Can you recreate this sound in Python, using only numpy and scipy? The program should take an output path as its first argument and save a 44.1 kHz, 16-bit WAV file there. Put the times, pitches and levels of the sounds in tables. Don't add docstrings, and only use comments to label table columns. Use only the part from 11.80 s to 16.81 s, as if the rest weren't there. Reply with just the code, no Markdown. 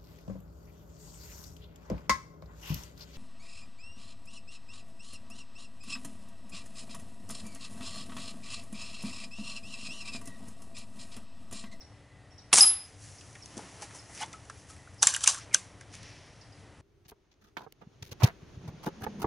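import sys
import numpy as np
from scipy import signal
from scipy.fft import rfft, irfft, next_fast_len
from scipy.io import wavfile
from scipy.ndimage import uniform_filter1d

SR = 44100
rng = np.random.default_rng(int(sys.argv[2]) if len(sys.argv) > 2 else 0)


def waveform_to_disk(signal):
    frames = np.transpose(np.atleast_2d(signal))
    scaled = np.clip(frames, -1, 1) * 32767
    samples = np.round(scaled).astype(np.int16)
    wavfile.write(sys.argv[1], SR, samples)


def magnitude_from_level(level_db):
    exponent = np.asarray(level_db, float) / 20
    return 10 ** exponent


N = 221002
TIME = np.arange(N) / SR


def evened(x):
    return x / np.sqrt(np.mean(x ** 2) + 1e-20)


def read(points, hz):
    f, value = np.transpose(points)
    return np.interp(np.log(hz + 1), np.log(f + 1), value)


def add(mix, s, sound):
    part = mix[round(s * SR):][:len(sound)]
    part += sound[:len(part)]


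def coloured(x, spectrum):
    size = next_fast_len(len(x))
    gain = magnitude_from_level(read(spectrum, np.fft.rfftfreq(size, 1 / SR)))
    return evened(irfft(rfft(x, size) * gain, size)[:len(x)])


def grit(per_s, spread_db):
    size = magnitude_from_level(spread_db * np.minimum(rng.exponential(1, N), 3))
    contacts = size * (rng.random(N) < per_s / SR)
    return contacts * rng.standard_normal(N) + .5 * rng.standard_normal(N)


def resonate(x, hz, width):
    turn = np.exp(2j * np.pi * np.cumsum(hz * np.ones(len(x))) / SR)
    r = np.exp(-np.pi * width / SR)
    return 2 * (turn * signal.lfilter([1 - r], [1, -r], x / turn)).real


def resonate_twice(x, hz, width):
    return evened(resonate(resonate(x, hz, width), hz, width))


def slow_noise(shape, size):
    return evened(uniform_filter1d(rng.standard_normal(shape), size))


def struck(t, rise, t60):
    shape = (1 - np.exp(-(t / rise) ** 2)) * magnitude_from_level(-60 * t / t60)
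    return shape / shape.max()


def tone(hz, t):
    return np.sin(2 * np.pi * hz * t)


def surges(peak_s, db, build_t60, fade_t60):
    t = TIME - np.asarray(peak_s)[:, None]
    build = 60 / (build_t60 * np.ones(len(t)))[:, None]
    slope = np.where(t < 0, build, -60 / fade_t60[:, None])
    level_db = db[:, None] + np.maximum(slope * t, -150)
    return np.sqrt((magnitude_from_level(level_db) ** 2).sum(0))


# (frequency [Hz], density [dB per Hz])
TRAFFIC = [(34, -40.5), (58, -7), (107, 1), (171, -13), (296, -19.5), (330, -24), (369, -16.5), (403, -18),
           (746, -19), (930, -23.5), (2150, -27.5), (3720, -33), (11200, -41.5), (14600, -83.5),
           (22000, -120)]
# (frequency [Hz], bandwidth [Hz], level [dB])
INSECTS = [(1858, 60, -78.5), (2000, 60, -77)]
# (peak time [s], level over their drone [dB], build-up T60 [s], fade T60 [s])
SONG = [(0.401, 3, 3, 2.8), (2.12, 8, 0.71, .5), (2.32, 12, 0.46, .5), (3.019, 5, 1.1, 1.3),
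        (4.06, 4, 0.52, 0.53), (4.8, -0.5, 2.5, 3)]
# (frequency [Hz], level [dB])
MACHINE = [(35, -69.5), (291, -66.5)]


def garden():
    swell = evened(uniform_filter1d(slow_noise(N, 5000), 5000))
    out = magnitude_from_level(-54.5 + 0.44 * swell) * coloured(rng.standard_normal(N), TRAFFIC)
    for hz, width, db in INSECTS:
        song = .6 + surges(*np.transpose(SONG))
        out += magnitude_from_level(db) * song * resonate_twice(rng.standard_normal(N), hz, width)
    truck_s, truck_hz, truck_width_s = 4.2, 90, 0.073
    passing = magnitude_from_level(-53) * np.exp(-((TIME - truck_s) / truck_width_s) ** 2)
    rumble = resonate(rng.standard_normal(N), truck_hz, 93)
    out += passing * evened(resonate(rumble, truck_hz, 100))
    for hz, db in MACHINE:
        out += magnitude_from_level(db + 1.2 * swell) * tone(hz, TIME)
    return out


# (time [s], peak level [dB], top pitch [Hz], sweep [Hz], hoarseness [0-1])
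CHIPS = [(.004, -45, 5800, 1500, .25), (.504, -61, 5580, 300, .15), (.516, -56, 5620, 300, .15),
         (.578, -46, 5750, 1600, .22), (1.38, -50, 5600, 900, .6), (1.62, -45, 5520, 900, .15),
         (2.185, -47, 5400, 800, .15), (3.179, -56, 5250, 300, .3), (3.19, -48, 5450, 500, .5),
         (4.608, -51, 5450, 900, .8), (4.72, -56, 5300, 900, .4)]


def bird():
    t, out = np.arange(SR // 40) / SR, np.zeros(N)
    for s, db, hz, sweep_hz, hoarse in CHIPS:
        pitch = hz - sweep_hz * (np.exp(-t / .002) + (t / .014) ** 4).clip(0, 1.2)
        pitch += 800 * hoarse * slow_noise(len(t), 50)
        wave = np.sin(2 * np.pi * np.cumsum(pitch) / SR)
        add(out, s, magnitude_from_level(db) * wave * struck(t, .0035, .045))
    return out


# (frequency [Hz], density [dB per Hz])
STEEL = [(1470, -53.5), (2500, -11), (3460, -5.5), (4680, -5.5), (6020, 3), (6530, 1), (7590, -1.5),
         (9300, -4.5), (10800, -5), (11200, -10), (14600, -46), (22000, -120)]


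def contact(t, snap_t60, db, knock_db, knock_hz, clearness, knock_t60, rise):
    snap, push = rng.standard_normal((2, len(t)))
    width = knock_hz * max(.95 - 1.5 * clearness, .2)
    blurred = resonate_twice(push, knock_hz, width)
    knock = (1 - clearness) * blurred + clearness * 2.13 * tone(knock_hz, t)
    snap = coloured(snap, STEEL) * struck(t, rise, snap_t60)
    snap = 0.77 * snap / abs(snap).max()
    return magnitude_from_level(db) * (snap + .5 * magnitude_from_level(knock_db) * knock * struck(t, 1.3 * rise, knock_t60))


# (peak time [s], fizz [dB], swish re fizz [dB], build-up T60 [s], fade T60 [s])
RUSTLE = [(1.08, -62, -3.5, 0.6, 1), (1.228, -53.5, -3, 0.25, 1.8), (1.7, -59.5, 0.5, 2.2, 12),
          (1.794, -58.5, 2.5, 0.55, 2.5), (2.029, -44.5, 0.5, 0.088, 0.16), (2.16, -50, -7, 0.18, 0.28),
          (2.347, -51.5, -20, 0.26, 0.65), (2.423, -44.5, 6.5, 0.26, 0.11), (2.555, -64, 6, 0.51, 0.14),
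          (2.8, -61, 0, .6, 0.26), (2.9, -53.5, -2, 0.11, 0.37), (3.139, -73.5, -9.5, .2, 0.54),
          (3.63, -67, 19, 0.88, 0.16), (3.849, -64.5, 6, 1.36, 0.62), (4.02, -68.5, 7, 0.26, 0.18),
          (4.141, -54, 7, 0.1, 0.27), (4.25, -65.5, 16.5, 0.57, 1.54), (4.6, -77, 7, 0.61, 0.73),
          (4.8, -70.5, 7, 0.78, 0.52)]
# (peak time [s], level [dB], build-up T60 [s], fade T60 [s])
SHIFTS = [(1.45, -55, 1.1, 6.3), (1.794, -46, 0.64, 2), (2.03, -43, 0.29, 0.15), (2.16, -47, 0.63, 0.53),
          (2.42, -47, 0.88, 1.5), (2.891, -56.5, 1.44, 4.2), (3.68, -50, 1.1, 3.7), (4.2, -56, 1.25, 3.04),
          (4.85, -55.5, 3.2, 3.1)]
# (frequency [Hz], density [dB per Hz])
FIZZ = [(3530, -18.5), (6000, -4), (8190, -9.5), (10600, -8), (11200, -12), (14600, -45), (22000, -120)]
SWISH = [(1060, -30.5), (1800, 1), (2100, -2), (2950, -2.5), (3750, -8), (5770, -1.5), (7000, -13.5),
         (9100, -44), (15400, -120)]
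DULL = [(76, -36.5), (130, -10), (183, 6.5), (222, -7), (285, 4.5), (384, -1), (868, -1.5), (4500, -17.5),
        (5850, -57), (9900, -120)]
# (time [s], peak level [dB], knock re peak [dB], knock frequency [Hz])
TAPS = [(1.408, -42.5, -4.5, 2890), (1.554, -47.5, 5.5, 1894), (1.776, -30.5, -17, 845),
        (2.0199, -39, 3, 760), (2.106, -47, 3, 1800), (2.147, -38, -7, 870), (2.2944, -42, -1.5, 840),
        (2.348, -35, -26, 686), (2.374, -33, -11, 2050), (2.459, -39, -15, 754), (2.532, -43.5, 2.5, 1975),
        (2.6967, -35.5, 1.5, 1360), (3.0741, -56.5, -0.5, 1420), (2.651, -47, -16, 2170),
        (2.9634, -46.5, -4.5, 1700), (3.1421, -48, -5.5, 604), (4.009, -36.5, -6.5, 1710)]
# (time [s], peak level [dB], knock re peak [dB], knock frequency [Hz])
BUMPS = [
    (1.7672, -37, 5, 242),
    (1.7761, -36, 0, 460),
    (1.7889, -42, 2.5, 860),
    (1.804, -48, -1, 755),
]
# (time [s], peak level [dB], knock re peak [dB], knock frequency [Hz])
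KNOCKS = [(2.0203, -30.5, -1, 814), (2.4042, -38, 1.5, 758), (2.4112, -30, 3.5, 880),
          (2.4185, -35.5, 7, 880), (2.4265, -29.5, 6, 893), (2.4405, -40, 4, 880), (2.416, -41.5, 8, 2950),
          (2.417, -40, 7, 1500), (2.425, -41, 7.5, 2960), (2.425, -38, 7, 2100), (2.43, -43, 6, 3400)]
# (time [s], peak level [dB], knock re peak [dB], knock frequency [Hz])
PINGS = [
    (2.537, -47, 8, 1293),
    (2.899, -39, -10.5, 1294),
]
# (time [s], peak level [dB], knock re peak [dB], knock frequency [Hz])
TICKS = [(1.5285, -43, -26.5, 3470), (1.5523, -43, 3, 2000), (1.658, -32, -23, 2320),
         (2.5288, -35.5, -1.5, 4920), (3.7285, -36, -3, 3080), (4.1255, -53.5, -5, 2156),
         (4.1395, -41.5, -1.5, 1105), (4.151, -36, -8, 2400), (4.165, -49, -10, 2220),
         (4.2295, -39, -1, 4500)]
# (clearness [0-1], knock T60 [s], snap T60 [s], rise [s])
CONTACTS = [
    (0.17, 0.047, 0.02, 0.0017),
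    (0.27, 0.088, 0.024, 0.0019),
    (0.45, 0.068, 0.02, 0.0013),
    (0.68, 0.12, 0.026, 0.0019),
    (0.24, 0.015, .011, 0.0011),
]


def handling():
    s, fizz_db, swish_db, build, fade = np.transpose(RUSTLE)
    out = surges(s, fizz_db, build, fade) * coloured(grit(3000, 2.5), FIZZ)
    out += surges(s, fizz_db + swish_db - 3.5, build, fade) * coloured(grit(2100, 1.65), SWISH)
    out += magnitude_from_level(-6.0) * surges(*np.transpose(SHIFTS)) * coloured(grit(2000, 2.3), DULL)
    t = np.arange(SR // 6) / SR
    for rows, kind in zip((TAPS, BUMPS, KNOCKS, PINGS, TICKS), CONTACTS):
        clearness, knock_t60, snap_t60, rise = kind
        for s, db, knock_db, knock_hz in rows:
            add(out, s, contact(t, snap_t60, db, knock_db, knock_hz, clearness, knock_t60, rise))
    return out


# (time [s], peak level [dB], frequency [Hz], T60 [s])
CHINKS = [(3.0745, -43, 1420, .02), (3.2243, -22, 6100, .012), (3.2279, -12, 6090, .014),
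          (3.2282, -13, 7980, .014), (3.2292, -19, 3610, .01), (3.2312, -20, 1560, .035),
          (3.2282, -16, 9170, .01), (3.2703, -6, 7440, .012), (3.2701, -13, 9100, .01),
          (3.2712, -16.5, 5860, .014), (3.2696, -22, 1730, .03), (3.2845, -24, 6100, .015),
          (3.3388, -25.5, 7360, .014), (3.3465, -23, 3110, .014), (3.3625, -24, 10700, .014),
          (3.3642, -26, 1630, .02), (3.439, -25, 5740, .025), (3.4395, -25, 6930, .025),
          (3.44, -26, 8010, .02), (3.4385, -28, 3440, .02), (3.4749, -9, 8610, .01),
          (3.4755, -10, 6860, .01), (3.4746, -18, 2915, .012), (3.4772, -16, 6080, .012),
          (3.4752, -21, 1620, .025), (3.7393, -25, 2040, .01), (3.7439, -13, 8000, .008),
          (3.7442, -13, 6120, .016), (3.7437, -15, 9900, .007), (3.7466, -22, 1570, 0.023),
          (3.7448, -21, 3270, .01), (3.745, -21, 7100, 0.0098), (3.756, -33, 2853, .035),
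          (3.4747, -15, 10300, .01)]
# (time [s], peak level [dB], frequency [Hz], T60
# [s])
RINGING = [(3.272, -38, 5930, .25), (3.272, -36, 6080, .2), (3.272, -38, 7526, .25), (3.272, -42, 8581, .2),
           (3.272, -41, 9819, .13), (3.272, -41, 10530, .14), (3.479, -34, 1125, .08),
           (3.479, -32, 5949, .1), (3.479, -32, 6148, .14), (3.479, -37, 6670, .18), (3.479, -36, 7540, .2),
           (3.479, -38, 8619, .13), (3.479, -39, 4861, .09), (3.748, -38, 6100, .08),
           (3.23, -38, 5890, .15), (3.23, -39, 7800, .12)]


def chinks(rattle):
    out = np.zeros((2, N))
    for layer, rows, rise, grip in zip(out, (CHINKS, RINGING), (.001, .004), (.007, .4)):
        for s, db, hz, t60 in rows:
            t = np.arange(0, t60 + .01, 1 / SR)
            choked = struck(t, rise, t60) * np.exp(-(t / grip) ** 2)
            add(layer, s, magnitude_from_level(db) * choked * tone(hz, t))
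    return out[0] + out[1] * rattle ** 3


# (time [s], peak level [dB], knock re peak [dB], knock frequency [Hz], ring re peak [dB])
CLICKS = [(3.223, -15, -17, 2970, -13), (3.2278, -4, -19, 1590, -39), (3.2283, -34, -8.5, 440, -40),
          (3.2321, -15.5, -11, 802, -42.5), (3.2698, -6, -17, 2200, -23), (3.2857, -22.5, -16, 1820, -63.5),
          (3.3384, -18.5, -12, 1610, -28.5), (3.3456, -19.5, -5.5, 2915, -24),
          (3.362, -18, -11.5, 1570, -50), (3.4064, -30, -14, 1480, -14.5),
          (3.4148, -30.5, -11.5, 3100, -26), (3.4384, -17.5, -13, 3170, -24.5),
          (3.442, -16, -13.5, 1293, -38), (3.4594, -19.5, -8.5, 2410, -27),
          (3.468, -22.5, -10, 2400, -41.5), (3.4743, -4, -17.5, 2760, -23),
          (3.477, -15.5, -10, 1146, -39.5), (3.4878, -18, -11.5, 1120, -52.5),
          (3.4997, -15, -25, 1055, -43), (3.5445, -24.5, -10, 1550, -46), (3.7395, -23, -11, 2060, -16.5),
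          (3.7436, -4, -21, 1570, -43.5), (3.7446, -25.5, -10.5, 640, -40)]
# (frequency [Hz], level [dB])
RECEIVER = [(1120, -1), (1620, -2), (2930, -19), (4210, -27.5), (4860, -10), (5950, -4), (6200, 2.5),
            (6800, -4), (7550, 8), (8150, -6.5), (8600, 1), (9200, -13.5), (9820, -4), (10450, -8)]
# (frequency [Hz], density [dB per Hz])
HOLLOW = [(240, -55.5), (400, -23), (911, -1.5), (1080, -19.5), (1680, -27.5), (2130, -15), (2420, -3.5),
          (4900, -1.5), (6150, 2.5), (8710, -6), (11200, -4.5), (14600, -41), (22000, -120)]
# (peak time [s], hiss [dB], squeal [dB], squeal frequency [Hz], fade T60 [s])
SLIDE = [(3.228, -23.5, -33.5, 780, 0.07), (3.334, -52.5, -44, 1660, 0.22), (3.44, -24, -38.5, 1273, 0.025),
         (3.471, -29.5, -44.5, 1150, 0.22), (3.53, -61, -50.5, 1170, 0.37),
         (3.574, -44.5, -44.5, 1154, 0.11), (3.715, -74.5, -51.5, 2300, 0.56),
         (3.735, -56, -48, 2150, 0.081), (3.745, -25.5, -51, 2100, 0.021), (3.758, -55, -41, 2790, 0.04),
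         (3.80, -64, -69, 2000, 0.27)]


def bolt():
    t, out, shake = np.arange(SR // 3) / SR, np.zeros(N), np.zeros(N)
    for s, db, knock_db, knock_hz, ring_db in CLICKS:
        add(out, s, contact(t, 0.014, db, knock_db, knock_hz, 0.3, knock_t60=0.059, rise=0.00099))
        add(shake, s, magnitude_from_level(db + ring_db) * struck(t, 0.00024, 0.25))
    modes = evened(sum(magnitude_from_level(0.5 * db) * resonate(rng.standard_normal(N), hz, 100) for hz, db in RECEIVER))
    buzz = 0.7 * modes + 0.87 * coloured(grit(5000, 0.77), HOLLOW)
    rattle = magnitude_from_level(1.3 * slow_noise(N, 130))

    s, hiss_db, squeal_db, squeal_hz, fade = np.transpose(SLIDE)
    stroke_t60, squeal_width_hz = 0.026, 420
    squeal_hz = np.interp(TIME, s, squeal_hz)
    scrape = grit(4400, 2.3)
    squeal = resonate_twice(scrape, squeal_hz, squeal_width_hz)
    out += surges(s, hiss_db, stroke_t60, fade) * coloured(scrape, STEEL)
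    out += surges(s, squeal_db, stroke_t60, fade) * squeal
    return out + shake * buzz * rattle + chinks(rattle)


LOW_HZ = (5043, 5074, 5119, 5012)
HIGH_HZ = (10979, 10769, 8858, 8920, 7367)
# (level [dB], T60 [s])
LOW_RINGS = [(-12.5, 0.37), (-9.5, 0.16), (-21, 0.089), (-36.5, 0.4)]
HIGH_RINGS = [(-13.5, 0.41), (-15.5, 0.18), (-30.5, 0.26), (-39, 0.2), (-31, 0.096)]
# (time [s], level [dB])
SPIN_LOW = [(.808, -3), (.815, 0.5), (.83, 2.5), (.845, -3), (.863, -9), (.885, 1.5), (.906, -3),
            (.922, -14), (.965, -6.5), (1.04, 0), (1.075, -7.5), (1.15, -3)]
SPIN_HIGH = [(.808, -6.5), (0.824, 6), (.845, -5.5), (.87, 7.5), (.9, 6.5), (.95, 1.5), (1.0, -3.5),
             (1.035, -3), (1.07, -5), (1.1, -14)]


def plate():
    t, hit_s = np.arange(SR // 2) / SR, .8066
    out = np.zeros((2, N))
    for layer, pitches, rings in zip(out, (LOW_HZ, HIGH_HZ), (LOW_RINGS, HIGH_RINGS)):
        for hz, (db, t60) in zip(pitches, rings):
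            add(layer, hit_s, magnitude_from_level(db) * struck(t, .0009, t60) * tone(hz, t))
    wobble = evened(uniform_filter1d(slow_noise((2, N), 150), 150))
    wobble_db = [[1.2], [.3]] * wobble * np.clip((TIME - hit_s) / .04, 0, 3.5)
    facing_db = [np.interp(TIME, *np.transpose(spin)) for spin in (SPIN_LOW, SPIN_HIGH)]
    return (out * magnitude_from_level(facing_db + wobble_db)).sum(0)


# (time [s], peak level [dB], frequency [Hz])
CRACKS = [(.7296, -9, 2700), (.73, -7, 6700), (.7314, -8, 2800), (.7334, -9, 7000), (.7374, -6, 5500),
          (.7381, -7, 8000), (.7395, -3, 9300), (.7409, -10, 9000), (.7421, -11, 8800), (.7434, -9, 5600),
          (.7434, -9, 9600), (.7503, -11, 9000), (.7583, -6.5, 7400), (.7703, -12, 7600),
          (.7748, -8.5, 7400), (.7837, -6, 9000), (.7855, -6, 6800), (.7905, -9, 6000)]
# (peak time [s], hiss [dB], body [dB], build-up T60 [s], fade T60 [s])
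RUSH = [
    (0.719, -66, -50.5, 0.0077, .3),
    (0.729, -19, -24.5, 0.0033, 0.099),
    (.75, -24, -47.5, .03, 0.24),
    (0.781, -20.5, -28, 0.12, 0.25),
    (.8, -28, -37.5, .08, 0.04),
    (0.837, -33, -32, 0.19, 0.17),
    (.875, -45.5, -49.5, .1, 0.32),
    (.9, -57, -44.5, 0.27, 0.58),
]
# (frequency [Hz], density [dB per Hz])
HISS = [(1470, -39), (2500, -19.5), (3270, -18), (3600, -13), (4900, -6.5), (5600, -1.5), (7540, -2),
        (10100, -2), (11200, -5.5), (14600, -32), (22000, -120)]
BODY = [(71, -35.5), (120, -37.5), (183, -5.5), (500, -14), (686, -12), (752, 1), (1020, -5.5),
        (1100, -2.5), (1220, -4), (1600, -6), (3080, -3), (4500, -8), (5850, -25.5), (9900, -120)]
# (time [s], peak level [dB], frequency [Hz], T60 [s])
THUMPS = [(0.7288, -17, 1154, 0.015), (0.7371, -31, 426, 0.053), (.738, -19.5, 840, 0.0061),
          (.739, -37.5, 203, 0.062), (0.781, -39.5, 700, .05), (0.846, -29.5, 1246, 0.035),
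          (0.7301, -11.5, 2750, .02), (.779, -22, 2340, .012), (.783, -25, 950, .03),
          (.793, -22, 3620, .012)]


def shot():
    s, hiss_db, body_db, build, fade = np.transpose(RUSH)
    trigger, fired = TIME > s[0] - .002, TIME >= s[1] - .0005
    out = fired * surges(s, hiss_db + 3.5, build, fade) * coloured(grit(7200, -2), HISS)
    out += trigger * surges(s, body_db, build, fade) * coloured(grit(4000, 2.0), BODY)
    t = np.arange(200) / SR
    for s, db, hz in CRACKS:
        wave = tone(hz, t) + .45 * rng.standard_normal(len(t))
        add(out, s, magnitude_from_level(db) * struck(t, .0002, .0018) * wave)
    t = np.arange(3000) / SR
    for s, db, hz, t60 in THUMPS:
        add(out, s, magnitude_from_level(db) * struck(t, 0.00065, t60) * tone(hz, t))
    return signal.sosfilt(signal.butter(2, 130, "high", fs=SR, output="sos"), out)


def yard(x, t60):
    size = SR // 2
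    signs = rng.choice([-1., 1.], (2, size))
    taps = signs * (rng.random((2, size)) < .05) * struck(np.arange(size) / SR, 0.0012, t60)
    return signal.fftconvolve(x[None], taps / np.linalg.norm(taps[0]), axes=1)[:, :N]


def ducking(loud):
    threshold_db, share, recover_db_per_s = -24.5, 0.38, 42
    power_db = 10 * np.log10(abs(uniform_filter1d(loud ** 2, size=800)) + 1e-12)
    fall = TIME * recover_db_per_s
    held_db = np.maximum.accumulate(power_db + fall) - fall
    over_db = np.maximum(held_db - threshold_db, 0)
    return magnitude_from_level(-share * uniform_filter1d(over_db, size=400))


def scene():
    near, far, ring, blast = bolt() + handling(), bird(), plate(), shot()
    loud = near + blast + ring
    dry = loud + garden() * ducking(loud) + .6 * far
    echoes = magnitude_from_level(-24) * yard(near, 0.095) + magnitude_from_level(-23.0) * yard(ring, 0.27)
    echoes += magnitude_from_level(-3.0) * yard(far, 0.51) + yard(far, 0.091)
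    return dry + echoes


# (frequency [Hz], likeness [0-1])
SAME = [(60, 1), (220, 0.94), (840, 0.95), (3130, 0.96), (11700, 0.89)]
# (frequency [Hz], level [dB])
LEFT = [(60, 2.5), (170, 3), (490, 0.5), (1420, 0), (4080, 0.5), (11700, 0.5)]


def capsules(dry):
    hz, _, z = signal.stft(dry, SR, nperseg=256)
    same = np.clip(read(SAME, hz), 0, 1)[:, None]
    apart = np.sqrt((1 - same) / 2) * np.exp(2j * np.pi * rng.random(z[0].shape))
    tilt = magnitude_from_level(read(LEFT, hz)[:, None] / 2)
    z = np.array([z[0] * (1 + apart) * tilt, z[1] * (1 - apart) / tilt])
    return signal.istft(z, SR, nperseg=256)[1][:, :N]


def band_limit(x):
    return signal.sosfilt(signal.butter(12, 12320, fs=SR, output="sos"), x)


def record(dry):
    both = np.clip(capsules(dry), -.9, .9)
    lowpass = signal.firwin(1601, 11075, window=("kaiser", 6), fs=SR)
    both = signal.oaconvolve(both, lowpass[None], "same")
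    return band_limit(both)


dry = scene()
out = record(dry)
waveform_to_disk(out)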